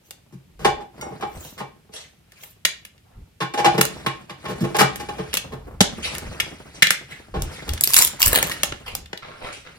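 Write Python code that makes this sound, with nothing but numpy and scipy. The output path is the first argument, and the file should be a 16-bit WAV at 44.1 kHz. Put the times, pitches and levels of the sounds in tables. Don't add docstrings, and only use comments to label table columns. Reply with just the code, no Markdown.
import sys
import numpy as np
from scipy import signal
from scipy.fft import rfft, irfft, next_fast_len
from scipy.io import wavfile
from scipy.ndimage import uniform_filter1d

SR = 44100
rng = np.random.default_rng(int(sys.argv[2]) if len(sys.argv) > 2 else 0)


def store_pcm(level_fs):
    pcm = np.round(np.clip(level_fs, -1, 1) * 32767).astype(np.int16)
    wavfile.write(sys.argv[1], SR, np.atleast_2d(pcm).T)


N = 431298
TIME = np.arange(N) / SR
NEAR_SPREAD = .5


# start_s, contact_s, level_db, hardness_db, place
KNOCKS = [(0.324, 0.021, -54.5, 6.5, "frame"), (0.592, 0.12, -33.5, 14, "side"),
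          (0.647, 0.012, -12, -9, "panel"), (.765, 0.056, -33.5, -39, "panel"),
          (0.806, 0.02, -43.5, -8, "panel"), (1.024, 0.0045, -32, -30, "panel"),
          (1.064, 0.004, -33, -80, "panel"), (1.118, 0.0055, -37, -30, "side"),
          (1.209, 0.018, -40, -1, "edge"), (1.225, 0.011, -23.5, -22.5, "panel"),
          (1.578, 0.027, -40.5, 7.5, "edge"), (1.604, 0.012, -30, -26, "edge"),
          (1.891, 0.0032, -52, -21.5, "side"), (3.404, 0.026, -23.5, -4, "edge"),
          (3.537, 0.0097, -25.5, -7, "panel"), (3.575, 0.029, -18.5, -8, "panel"),
          (3.645, 0.021, -10, -9.5, "panel"), (3.738, 0.02, -26, 4, "side"),
          (3.779, 0.006, -18, 11, "side"), (4.063, 0.0042, -22.5, -2, "edge"),
          (4.295, 0.015, -36.5, -1.5, "edge"), (4.453, 0.012, -31.5, -6.5, "edge"),
          (4.483, 0.035, -27.5, 11.5, "side"), (4.606, 0.019, -35, 5.5, "frame"),
          (4.638, 0.015, -26.5, 8, "side"), (4.745, 0.017, -20.5, -9.5, "panel"),
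          (4.786, 0.03, -17, 9, "edge"), (4.808, 0.0076, -12.5, -22, "edge"),
          (4.997, 0.016, -33, -0.5, "panel"), (5.087, 0.0085, -28.5, -10.5, "panel"),
          (5.183, 0.02, -27, 1, "side"), (5.52, 0.02, -33.5, 6, "side"), (7.34, 0.03, -25.5, 0, "side"),
          (7.678, 0.0069, -37.5, 18, "side")]
# mode_hz, level_db, base_t60_s
WOOD_MODES = [(137.6, -11.5, 0.23), (180.4, -10.5, 0.11), (346, -14.5, 0.049), (441, -17, 0.027),
              (598, -16.5, 0.06), (766, -18, 0.15), (820.6, -16, 0.11), (973, -27.5, 0.1),
              (1069, -18.5, 0.039), (1468, -22.5, 0.078), (1596, -22.5, 0.06), (1783, -19, 0.04),
              (2307, -17, 0.071), (2700, -24, 0.06), (2905, -24, .08), (3430, -22.5, 0.11),
              (3890, -33.5, .08)]
PLACES = {"frame": (345.5, 20, -6, -11), "side": (441, 1, -10.5, -25), "panel": (804, -12.5, -2, -6.5),
          "edge": (1099, -2, 1.5, -10)}
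CLACK_SHARE, HARDNESS_DB_PER_OCTAVE = .4, 23.5
SUSTAIN, SUSTAIN_WIDTH_OCTAVES = .6, .088


def knocks(dense_t60_s=0.06, dense_hz=1900, dense_db=-13, release_s=0.0042, favour=1.4, sharpness=7.5, top_hz=14000):
    t = np.arange(SR // 3) / SR
    out = np.zeros((2, N))
    for start_s, contact_s, level_db, hardness_db, place in KNOCKS:
        tone_hz, boom_db, clack_db, fizz_db = PLACES[place]
        modes = []
        for hz, mode_db, t60_s in WOOD_MODES:
            octaves_off = np.log2(hz / tone_hz)
            longer = 1 + SUSTAIN * np.exp(-(octaves_off / SUSTAIN_WIDTH_OCTAVES) ** 2)
            modes.append((hz, mode_db, t60_s * longer))
        clack_db += CLACK_SHARE * hardness_db
        levels_db = level_db + np.array([boom_db, 0, clack_db, fizz_db + hardness_db])

        push = np.exp(-np.maximum(t - contact_s, 0) / release_s)
        roughness = rng.standard_normal(len(t)) * amp(2.1 * rng.standard_normal(len(t)))
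        force = push * roughness
        dense = signal.lfilter(*signal.butter(1, dense_hz, fs=SR), rattle(force, dense_t60_s, 1.0))
        blow = shaken(force, modes, NEAR_SPREAD) + amp(dense_db) * unit(dense)
        blow = favoured(blow, tone_hz, favour, sharpness)
        blow = signal.sosfilt(signal.butter(6, 128, "high", fs=SR, output="sos"), blow)
        blow = soften(blow, top_hz * 2 ** (hardness_db / HARDNESS_DB_PER_OCTAVE))
        add(out, start_s, voiced(blow, levels_db, contact_s + 0.15))
    return out


# start_s, buckle_s, level_db, tone_hz, part
SNAPS = [(.108, 0.0032, -42, 3000, "lip"), (2.32, 0.0017, -52.5, 2300, "rim"),
         (2.435, 0.0022, -44.5, 2330, "rim"), (2.65, 0.00094, -17, 2430, "lid"),
         (2.6527, 0.0021, -18, 2870, "rim"), (2.85, 0.004, -42, 2500, "rim"),
         (2.979, 0.0011, -60, 2170, "lid"), (3.811, 0.0052, -15.5, 1890, "wall"),
         (3.852, 0.0014, -32.5, 1700, "thin corner"), (4.767, 0.0018, -31, 2400, "wall"),
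         (4.958, 0.0017, -37, 1780, "wall"), (5.33, 0.0053, -30, 3100, "lid"),
         (5.34, 0.0027, -26, 2980, "lip"), (5.35, 0.0044, -30, 3000, "rim"),
         (5.371, 0.0017, -22, 3260, "rim"), (5.806, 0.0083, -11.5, 3700, "whole tub"),
         (6.151, .0011, -34.5, 2300, "rim"), (6.182, 0.00098, -41, 2300, "thin corner"),
         (6.4, 0.0061, -18.5, 2480, "lid"), (6.823, 0.007, -6.5, 2070, "lid"),
         (6.8697, .00055, -20, 3270, "lid"), (6.9057, 0.0012, -14.5, 1680, "rim"),
         (7.421, .00085, -37, 3450, "thin corner"), (7.691, 0.0022, -30, 3550, "rim"),
         (7.735, 0.0006, -39.5, 3440, "thin corner"), (7.776, 0.0017, -36.5, 3000, "lid"),
         (8.427, 0.0026, -21.5, 2160, "wall"), (8.514, 0.01, -26, 1960, "lid"),
         (8.633, 0.0009, -20, 3240, "wall"), (8.722, 0.0016, -32, 2210, "filled base"),
         (8.951, 0.0013, -34, 3500, "thin corner"), (9.058, 0.0023, -46, 3770, "lid"),
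         (9.13, 0.0055, -32, 1850, "filled base"), (9.175, 0.002, -38, 3900, "lid")]
# mode_hz, level_db, t60_s
TUB_MODES = [(180, 3, .08), (580, -1, .05), (820, 0, .035), (1400, -3, .03), (1800, 0, .04),
             (2180, 0, .035), (2850, 0, .045), (3450, 1, .035), (6600, 2, .025)]
PARTS = {"lid": (-22, -23, -9.5, 12008), "rim": (-21.5, -17, -2.5, 13996.5), "wall": (-16.5, -6, 1, 15012),
         "whole tub": (0.5, -4, -2, 9008), "lip": (-21, -7, 2, 16002), "thin corner": (-27, -4, 7, 16010),
         "filled base": (-9, -1.5, -13, 6006)}
TUB_GAP_HZ = 1214
SETTLE_T60_S, FLUTTER_T60_S = .06, .28


def snaps(crack_db=19, crack_t60_s=0.013, settle_db=-6, flutter_db=-27, favour=1.2):
    t = np.arange(SR // 3) / SR
    out = np.zeros((2, N))
    for start_s, buckle_s, level_db, tone_hz, part in SNAPS:
        boom_db, body_db, fizz_db, top_hz = PARTS[part]
        levels_db = level_db + np.array([boom_db, body_db, 0, fizz_db])

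        cracks = (rng.random(len(t)) < 3500 / SR) * (t < buckle_s) * rng.standard_normal(len(t))
        cracks[0] = 1
        cracks /= np.linalg.norm(cracks)
        shell = ring(TUB_MODES, t, 0.8, uneven_db=1, detune=0.025)
        snap = shell + amp(crack_db) * rattle(cracks, crack_t60_s, NEAR_SPREAD)

        jolts = (rng.random(len(t)) < 300 / SR) * rng.standard_normal(len(t))
        creaks = unit(rattle(jolts, .02, 1.0)) * amp(settle_db - 60 * t / SETTLE_T60_S)
        flutter = pair(len(t), 0.67) * amp(flutter_db - 60 * t / FLUTTER_T60_S)
        snap = snap + (creaks + flutter) * np.std(snap[:, :SR // 100])

        snap = favoured(snap, tone_hz, favour, 2.3)
        snap = favoured(snap, TUB_GAP_HZ, -.3, 2)
        add(out, start_s, voiced(soften(snap, top_hz), levels_db, buckle_s + 0.036))
    return out


# start_s, end_s, level_db
TUGS = [(7.87, 7.97, -21), (7.956, 8.033, -13), (8.186, 8.271, -17), (8.308, 8.372, -19),
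        (8.456, 8.503, -30.5)]
# start_s, level_db (before rip_db), tone_hz
RIPS = [(7.8095, -19.5, 7170), (7.837, -14.5, 3000), (7.842, -20.5, 3000), (7.874, -18.5, 4000),
        (7.935, -16, 5630), (7.942, -8.5, 4200), (7.9645, -11.5, 4600), (7.967, -8.5, 1475),
        (7.9745, -23, 6500), (7.98, -14.5, 5300), (7.9865, -11.5, 6400), (7.989, -15, 4300),
        (8.022, -13.5, 7700), (8.033, -24, 3000), (8.048, -15.5, 3140), (8.075, -24.5, 2800),
        (8.218, -15, 5640), (8.228, -10, 4800), (8.258, -22, 6060), (8.261, -14.5, 6600),
        (8.279, -19, 4430), (8.33, -20, 1800), (8.351, -21, 4300), (8.358, -17, 1800), (8.387, -24.5, 1900)]
# freq_hz, level_db_per_hz
FOIL_COLOUR = [(150, -15.5), (600, -46), (1350, -20), (2300, -5.5), (4000, -3), (7000, -0.5), (10000, 0.5),
               (13500, 1.5), (16000, -4)]
TUG_ATTACK_S, TUG_RELEASE_S = 0.021, 0.027


def foil(peel_db=-2, rip_db=1, favour=0.65, sharpness=3):
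    pull = sum(amp(db) * gesture(start_s, end_s, TUG_ATTACK_S, TUG_RELEASE_S) for start_s, end_s, db in TUGS)
    tear = amp(peel_db) * pull * grains(340, 4.8, .0006, .07)
    t = np.arange(SR // 50) / SR
    slip_shape = t * np.exp(-t / .0008)
    for start_s, level_db, tone_hz in RIPS:
        slip = favoured(pair(len(t), NEAR_SPREAD) * slip_shape, tone_hz, favour, sharpness)
        add(tear, start_s, amp(level_db + rip_db) * unit(slip))

    freed = np.interp(TIME, [8.25, 8.37], [0, 1])
    creases = pull * crinkles(450, 950, 4500, 3) * amp(-16 + 8 * freed)
    sheet_colour = [(120, -2.5), (600, 11.5), (1200, -14), (1800, 10), (2600, 1), (4200, 10.5), (6000, -8.0)]
    sheet = colour(tear * freed, sheet_colour)
    return crumple(colour(tear, FOIL_COLOUR) + sheet, depth_db=4.2) + creases


# start_s, level_db (halved in amplitude below)
TAPS = [(1.012, -29.5), (1.211, -40)]
# mode_hz, level_db, t60_s
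PLATE_MODES = [(1400, -3, .17), (2153, -5, 0.22), (2955, -4, 0.12), (3740, -2, 0.06), (4657, -4, 0.09),
               (5590, -4, 0.16), (6600, -4, .13), (7741, -6, .16), (8958, -6, 0.14)]


def plate(tick_db=4, tick_t60_s=0.022):
    t = np.arange(SR // 3) / SR
    out = np.zeros((2, N))
    for start_s, level_db in TAPS:
        tick = amp(tick_db - 60 * t / tick_t60_s) * pair(len(t), 0.98)
        china = ring(PLATE_MODES, t, NEAR_SPREAD, uneven_db=2, detune=0)
        add(out, start_s, amp(level_db) * (china + tick) / 2)
    return out


# peak_s, swell_s, level_db, surface
STROKES = [(.07, .035, -57.5, "tortilla"), (1.47, 0.16, -42, "tortilla"), (1.951, 0.025, -34, "skin"),
           (2.39, 0.1, -55.5, "tub wall"), (2.449, 0.077, -45.5, "tortilla"), (3.168, 0.12, -59, "soft"),
           (6.061, 0.037, -27.5, "plastic"), (6.13, 0.0086, -37.5, "plastic"),
           (6.752, 0.02, -43, "plastic"), (7.123, 0.041, -39.5, "foil"), (7.533, 0.022, -37, "tub wall"),
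           (8.865, 0.0063, -31.5, "foil"), (9.475, 0.055, -42, "plastic"), (9.528, 0.0048, -39, "plastic")]
SURFACES = {"tortilla": (3370, 0), "tub wall": (2330, -29), "foil": (2020, -20.5), "skin": (2870, -38),
            "plastic": (2580, -50), "soft": (720, -45)}


def strokes(fade_s=0.042):
    friction = grains(740, 9.3, 0.0078, 1.0)
    out = np.zeros((2, N))
    hiss = unit(colour(friction, [(5000, -29.5), (9000, -34.5), (13500, 17.0), (16000, 10.5)]))
    band_colour = [(150, -1.5), (500, 12.0), (5000, -18.0), (10000, -10.5), (16000, -27.5)]
    for peak_s, swell_s, level_db, surface in STROKES:
        centre_hz, hiss_db = SURFACES[surface]
        first = round((peak_s - 2 * swell_s) * SR)
        t = TIME[first:][:SR * 3 // 4] - peak_s
        span = slice(first, first + len(t))
        edges_hz = [centre_hz / 0.69, min(centre_hz * 2.43, SR * .45)]
        band = signal.lfilter(*signal.butter(1, edges_hz, "band", fs=SR), friction[:, span])
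        band = colour(favoured(band, centre_hz, 1.5, 2.5), band_colour)
        rub = unit(band) + amp(hiss_db) * hiss[:, span]
        shape = np.where(t < 0, np.exp(-(t / swell_s) ** 2 * 2), np.exp(-abs(t) / fade_s))
        add(out, first / SR, amp(level_db) * unit(rub) * shape)
    return crumple(out, depth_db=5.5)


# start_s, end_s, level_db, start_tone_hz, end_tone_hz
SCOOPS = [(9.22, 9.245, -39, 1190, 1200), (9.27, 9.31, -43.5, 597, 1250), (9.34, 9.36, -42, 1170, 1514),
          (9.405, 9.485, -36.5, 594, 1380), (9.645, 9.665, -41, 1170, 1360)]
# freq_hz, level_db_per_hz
HOLLOW = [(150, 2), (460, -9.5), (630, -6), (850, -10), (1380, -7.5), (1750, -9), (2190, -2.5), (2800, -6),
          (3900, -4.5), (8000, -31), (16000, -57)]
SCOOP_ATTACK_S, SCOOP_RELEASE_S = .01, .025


def scoops(smear_db=-5, pops_db=-5, width_hz=320):
    drag = grains(300, 5, .002, .4)
    pops = crinkles(300, 400, 2600, 4)
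    tone_s = np.ravel([row[:2] for row in SCOOPS])
    tone_hz = np.interp(TIME, tone_s, np.ravel([row[3:] for row in SCOOPS]))
    turn = np.exp(2j * np.pi * np.cumsum(tone_hz) / SR)
    r = np.exp(-np.pi * width_hz / SR)
    squelch = unit((turn * signal.lfilter([1 - r], [1, -r], drag / turn)).real)
    push = sum(amp(db) * gesture(start_s, end_s, SCOOP_ATTACK_S, SCOOP_RELEASE_S)
               for start_s, end_s, db, _, _ in SCOOPS)
    wet = unit(colour(squelch + amp(pops_db) * pops, HOLLOW))
    smear = unit(colour(drag, HOLLOW))
    return push * unit(wet + amp(smear_db) * smear)


# start_s, end_s, level_db, dryness_db
RUBS = [(0.903, 1.435, -43.5, -9), (3.603, 4.06, -40.5, -3.5), (4.353, 5.32, -40, -4.5),
        (5.34, 5.71, -42, -24), (5.875, 6.456, -39, -3), (6.438, 7.215, -48.5, -2),
        (7.328, 8.13, -41, -1.5), (8.24, 8.527, -34, 1), (8.71, 9.006, -53, -8), (9.195, 9.76, -53.5, 1.5)]
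RUB_ATTACK_S, RUB_RELEASE_S = 0.092, 0.15
RESTING_DB, RESTING_DRYNESS_DB = -64.5, -15


def hands():
    dull = amp(RESTING_DB) ** 2
    dry = amp(RESTING_DB + RESTING_DRYNESS_DB) ** 2
    for start_s, end_s, level_db, dryness_db in RUBS:
        power = (amp(level_db) * gesture(start_s, end_s, RUB_ATTACK_S, RUB_RELEASE_S)) ** 2
        dull = dull + power
        dry = dry + power * amp(dryness_db) ** 2
    return np.sqrt(dull), np.sqrt(dry)


# freq_hz, level_db_per_hz
RUB_COLOUR = [(60, -25), (135, 5.5), (200, 0.5), (280, -1), (550, -4.5), (1100, -10), (1800, -18),
              (4000, -35.5)]
SWISH_COLOUR = [(600, -38), (1300, 14.5), (2100, 14.5), (4000, 8.5), (7000, 3.5), (10000, 2), (14000, -21),
                (16000, -10.5)]


def rubbing(pressure, dry_pressure, rub_db=-1, swish_db=-2):
    dull = unit(colour(grains(30, 4.5, 0.022, 0.4), RUB_COLOUR)) * pressure
    dry = unit(colour(grains(220, 2.4, 0.024, 0.95), SWISH_COLOUR)) * dry_pressure
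    return amp(rub_db) * dull + amp(swish_db) * crumple(dry, depth_db=3)


# peak_s, half_length_s, level_db
BUMPS = [(0.676, 0.11, -40.5), (1.382, 0.036, -40), (3.201, 0.045, -39.5), (5.757, 0.26, -42),
         (6.287, 0.044, -34), (7.417, 0.066, -25.5), (7.72, 0.037, -23.5), (8.29, 0.031, -21.5),
         (8.72, 0.035, -39), (8.966, 0.11, -41)]
# freq_hz, level_db_per_hz
BUMP_COLOUR = [(15, -13), (28, -14), (42, -2.5), (60, -3), (90, -9.5), (140, -19.5), (400, -35),
               (1500, -74), (6000, -95.5)]


def bumps(pressure, rumble_db=-8, still_db=-68):
    low = colour(pair(N, 0.67), BUMP_COLOUR)
    steady = low / np.sqrt(uniform_filter1d((low ** 2).mean(0), SR // 15) + 1e-12)
    swells = sum(amp(db) * np.exp(-((TIME - peak_s) / half_s) ** 2) for peak_s, half_s, db in BUMPS)
    rumble = unit(colour(low, [(30, -11.0), (70, 8.0)]))
    return steady * swells + rumble * (amp(rumble_db) * pressure + amp(still_db))


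# freq_hz, lead_rad
PORT_LEAD = [(0, 0), (160, 0), (280, .9), (1500, .9), (2800, 2.2), (7600, 11), (10600, 5.7), (13200, .3),
             (16000, -4.0), (22000, -4)]


def ports(x):
    size = next_fast_len(N + SR // 10)
    lead_rad = np.interp(np.fft.rfftfreq(size, 1 / SR), *np.transpose(PORT_LEAD))
    turn = np.exp(1j * lead_rad * np.array([[.5], [-.5]]))
    return irfft(rfft(x, size) * turn, size)[:, :N]


# freq_hz, t60_s
ROOM_DECAY = [(150, 0.79), (400, 0.34), (1000, 0.29), (2800, 0.33), (7000, 0.26), (14000, 0.095)]


def room(x, onset_s=0.0021):
    hz, t, z = signal.stft(pair(SR * 3 // 4, 0.97), SR, nperseg=256)
    decay = amp(-60 * t / read(ROOM_DECAY, hz)[:, None])
    tail = signal.istft(z * decay, SR, nperseg=256)[1]
    tail = tail * (1 - np.exp(-np.arange(tail.shape[1]) / SR / onset_s))
    tail_colour = [(100, -10.5), (500, 6.0), (2300, 4.5), (6000, 4.5), (14000, 7.5)]
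    tail = colour(tail / np.linalg.norm(tail[0]), tail_colour)
    return signal.fftconvolve(x, tail, axes=1)[:, :N]


# freq_hz, level_db_per_hz
HUSH_COLOUR = [(20, -17), (45, -2), (80, 5), (160, 5.5), (300, -8), (1000, -19.5), (2500, -15),
               (6000, -22.5), (14000, -24.5), (16000, -36)]


def kitchen_hush(level_db):
    return amp(level_db) * unit(colour(pair(N, 0.91), HUSH_COLOUR))


def amp(db):
    return 10 ** (np.asarray(db) / 20)


def unit(x):
    return x / np.sqrt(np.mean(x ** 2) + 1e-20)


def read(points, hz):
    f, value = np.transpose(points)
    return np.interp(np.log(hz + 1), np.log(f + 1), value)


def add(mix, start_s, sound):
    part = mix[:, max(round(start_s * SR), 0):][:, :sound.shape[1]]
    part += sound[:, :part.shape[1]]


def gesture(start_s, end_s, attack_s, release_s):
    rise = np.clip((TIME - start_s) / attack_s, 0, 1)
    return rise * np.exp(-np.maximum(TIME - end_s, 0) / release_s)


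def colour(x, points, size=4096):
    log_gain = np.log(amp(read(points, abs(np.fft.fftfreq(size, 1 / SR)))))
    taps = np.fft.ifft(np.exp(np.conj(signal.hilbert(log_gain)))).real
    return signal.oaconvolve(x, taps[None, :size // 2], axes=1)[:, :x.shape[1]]


def soften(x, top_hz):
    return signal.lfilter(*signal.butter(2, min(top_hz, SR * .45), fs=SR), x)


def favoured(x, hz, gain, sharpness):
    return x + gain * signal.lfilter(*signal.iirpeak(hz, sharpness, fs=SR), x)


BAND_EDGES_HZ = [100, 280, 1300, 5000, 16000]


def voiced(x, levels_db, span_s):
    out = 0
    for lo_hz, hi_hz, db in zip(BAND_EDGES_HZ, BAND_EDGES_HZ[1:], levels_db):
        band = signal.sosfilt(signal.butter(3, [lo_hz, hi_hz], "band", fs=SR, output="sos"), x)
        power = np.mean(band[:, :round(span_s * SR)] ** 2) * span_s / .02
        out = out + band * amp(db) / np.sqrt(power + 1e-20)
    return out


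def pair(count, apart):
    mid, side = rng.standard_normal((2, count))
    side = apart * signal.lfilter(*signal.butter(3, 230, "high", fs=SR), side)
    return np.array([mid + side, mid - side]) / np.sqrt(1 + apart ** 2)


def stereo_phase(hz, spread, angle):
    return spread * min(hz / 700, 1) * angle * np.array([[1], [-1]])


def ring(modes, t, spread, uneven_db, detune):
    out = np.zeros((2, len(t)))
    for (hz, db, t60_s), (place, grip, angle) in zip(modes, rng.standard_normal((len(modes), 3))):
        phase = stereo_phase(hz, spread, angle)
        decay = amp(db + uneven_db * place - 60 * t / t60_s)
        out += decay * np.sin(2 * np.pi * hz * (1 + detune * grip) * t + phase)
    return out


def shaken(force, modes, spread):
    out = 0
    for (hz, db, t60_s), angle in zip(modes, rng.standard_normal(len(modes))):
        pole = amp(-60 / (t60_s * SR)) * np.exp(2j * np.pi * hz / SR)
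        mode = signal.lfilter([1], [1, -pole], force)
        out = out + amp(db) * unit((mode * np.exp(1j * stereo_phase(hz, spread, angle))).real)
    return out


def rattle(force, t60_s, spread):
    power = signal.lfilter([1], [1, -amp(-60 / (t60_s * SR)) ** 2], force ** 2)
    return np.sqrt(power) * pair(len(force), spread)


def grains(per_s, spread_db, decay_s, wash):
    sizes = (rng.random(N) < per_s / SR) * amp(spread_db * np.minimum(rng.exponential(1, N), 3))
    power = signal.lfilter([1], [1, -np.exp(-2 / (decay_s * SR))], sizes ** 2)
    power /= uniform_filter1d(power, SR // 12) + 1e-9
    return np.sqrt(abs(power) + wash ** 2) * pair(N, NEAR_SPREAD)


def crinkles(per_s, lo_hz, hi_hz, cycles, count=24):
    t = np.arange(SR // 40) / SR
    out = np.zeros((2, N))
    for hz in np.geomspace(lo_hz, hi_hz, count):
        phase = NEAR_SPREAD * rng.standard_normal((2, 1))
        pop = np.exp(-t * hz / cycles) * np.sin(2 * np.pi * hz * t + phase)
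        for at, size in rng.random((round(per_s * N / SR / count), 2)):
            add(out, at * N / SR, amp(14 * size) * pop)
    return unit(out)


def crumple(x, depth_db):
    z = signal.stft(x, SR, nperseg=256)[2]
    patches = uniform_filter1d(rng.standard_normal(z.shape[1:]), size=5, axis=0)
    patches = uniform_filter1d(patches, size=7, axis=1)
    return signal.istft(z * unit(amp(depth_db * unit(patches))), SR, nperseg=256)[1][:, :N]


def scene(knock_wet_db=-10.5, snap_wet_db=-14, foil_wet_db=-14, stroke_wet_db=-8, hush_db=-59):
    wood = knocks()
    clicks = snaps() + plate()
    seal = foil()
    slides = strokes() + scoops()
    sent = amp(knock_wet_db) * wood + amp(snap_wet_db) * clicks
    sent = sent + amp(foil_wet_db) * seal + amp(stroke_wet_db) * slides
    pressure, dry_pressure = hands()
    near = wood + clicks + seal + slides + rubbing(pressure, dry_pressure) + bumps(pressure)
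    return ports(near) + room(sent) + kitchen_hush(hush_db)


def record(dry):
    held = dry / (1 + dry ** 6) ** (1 / 6)
    low_pass = signal.firwin(511, 16200, window=("kaiser", 9), fs=SR)
    return signal.oaconvolve(held, low_pass[None], "same", axes=1)


dry = scene()
out = record(dry)
store_pcm(out)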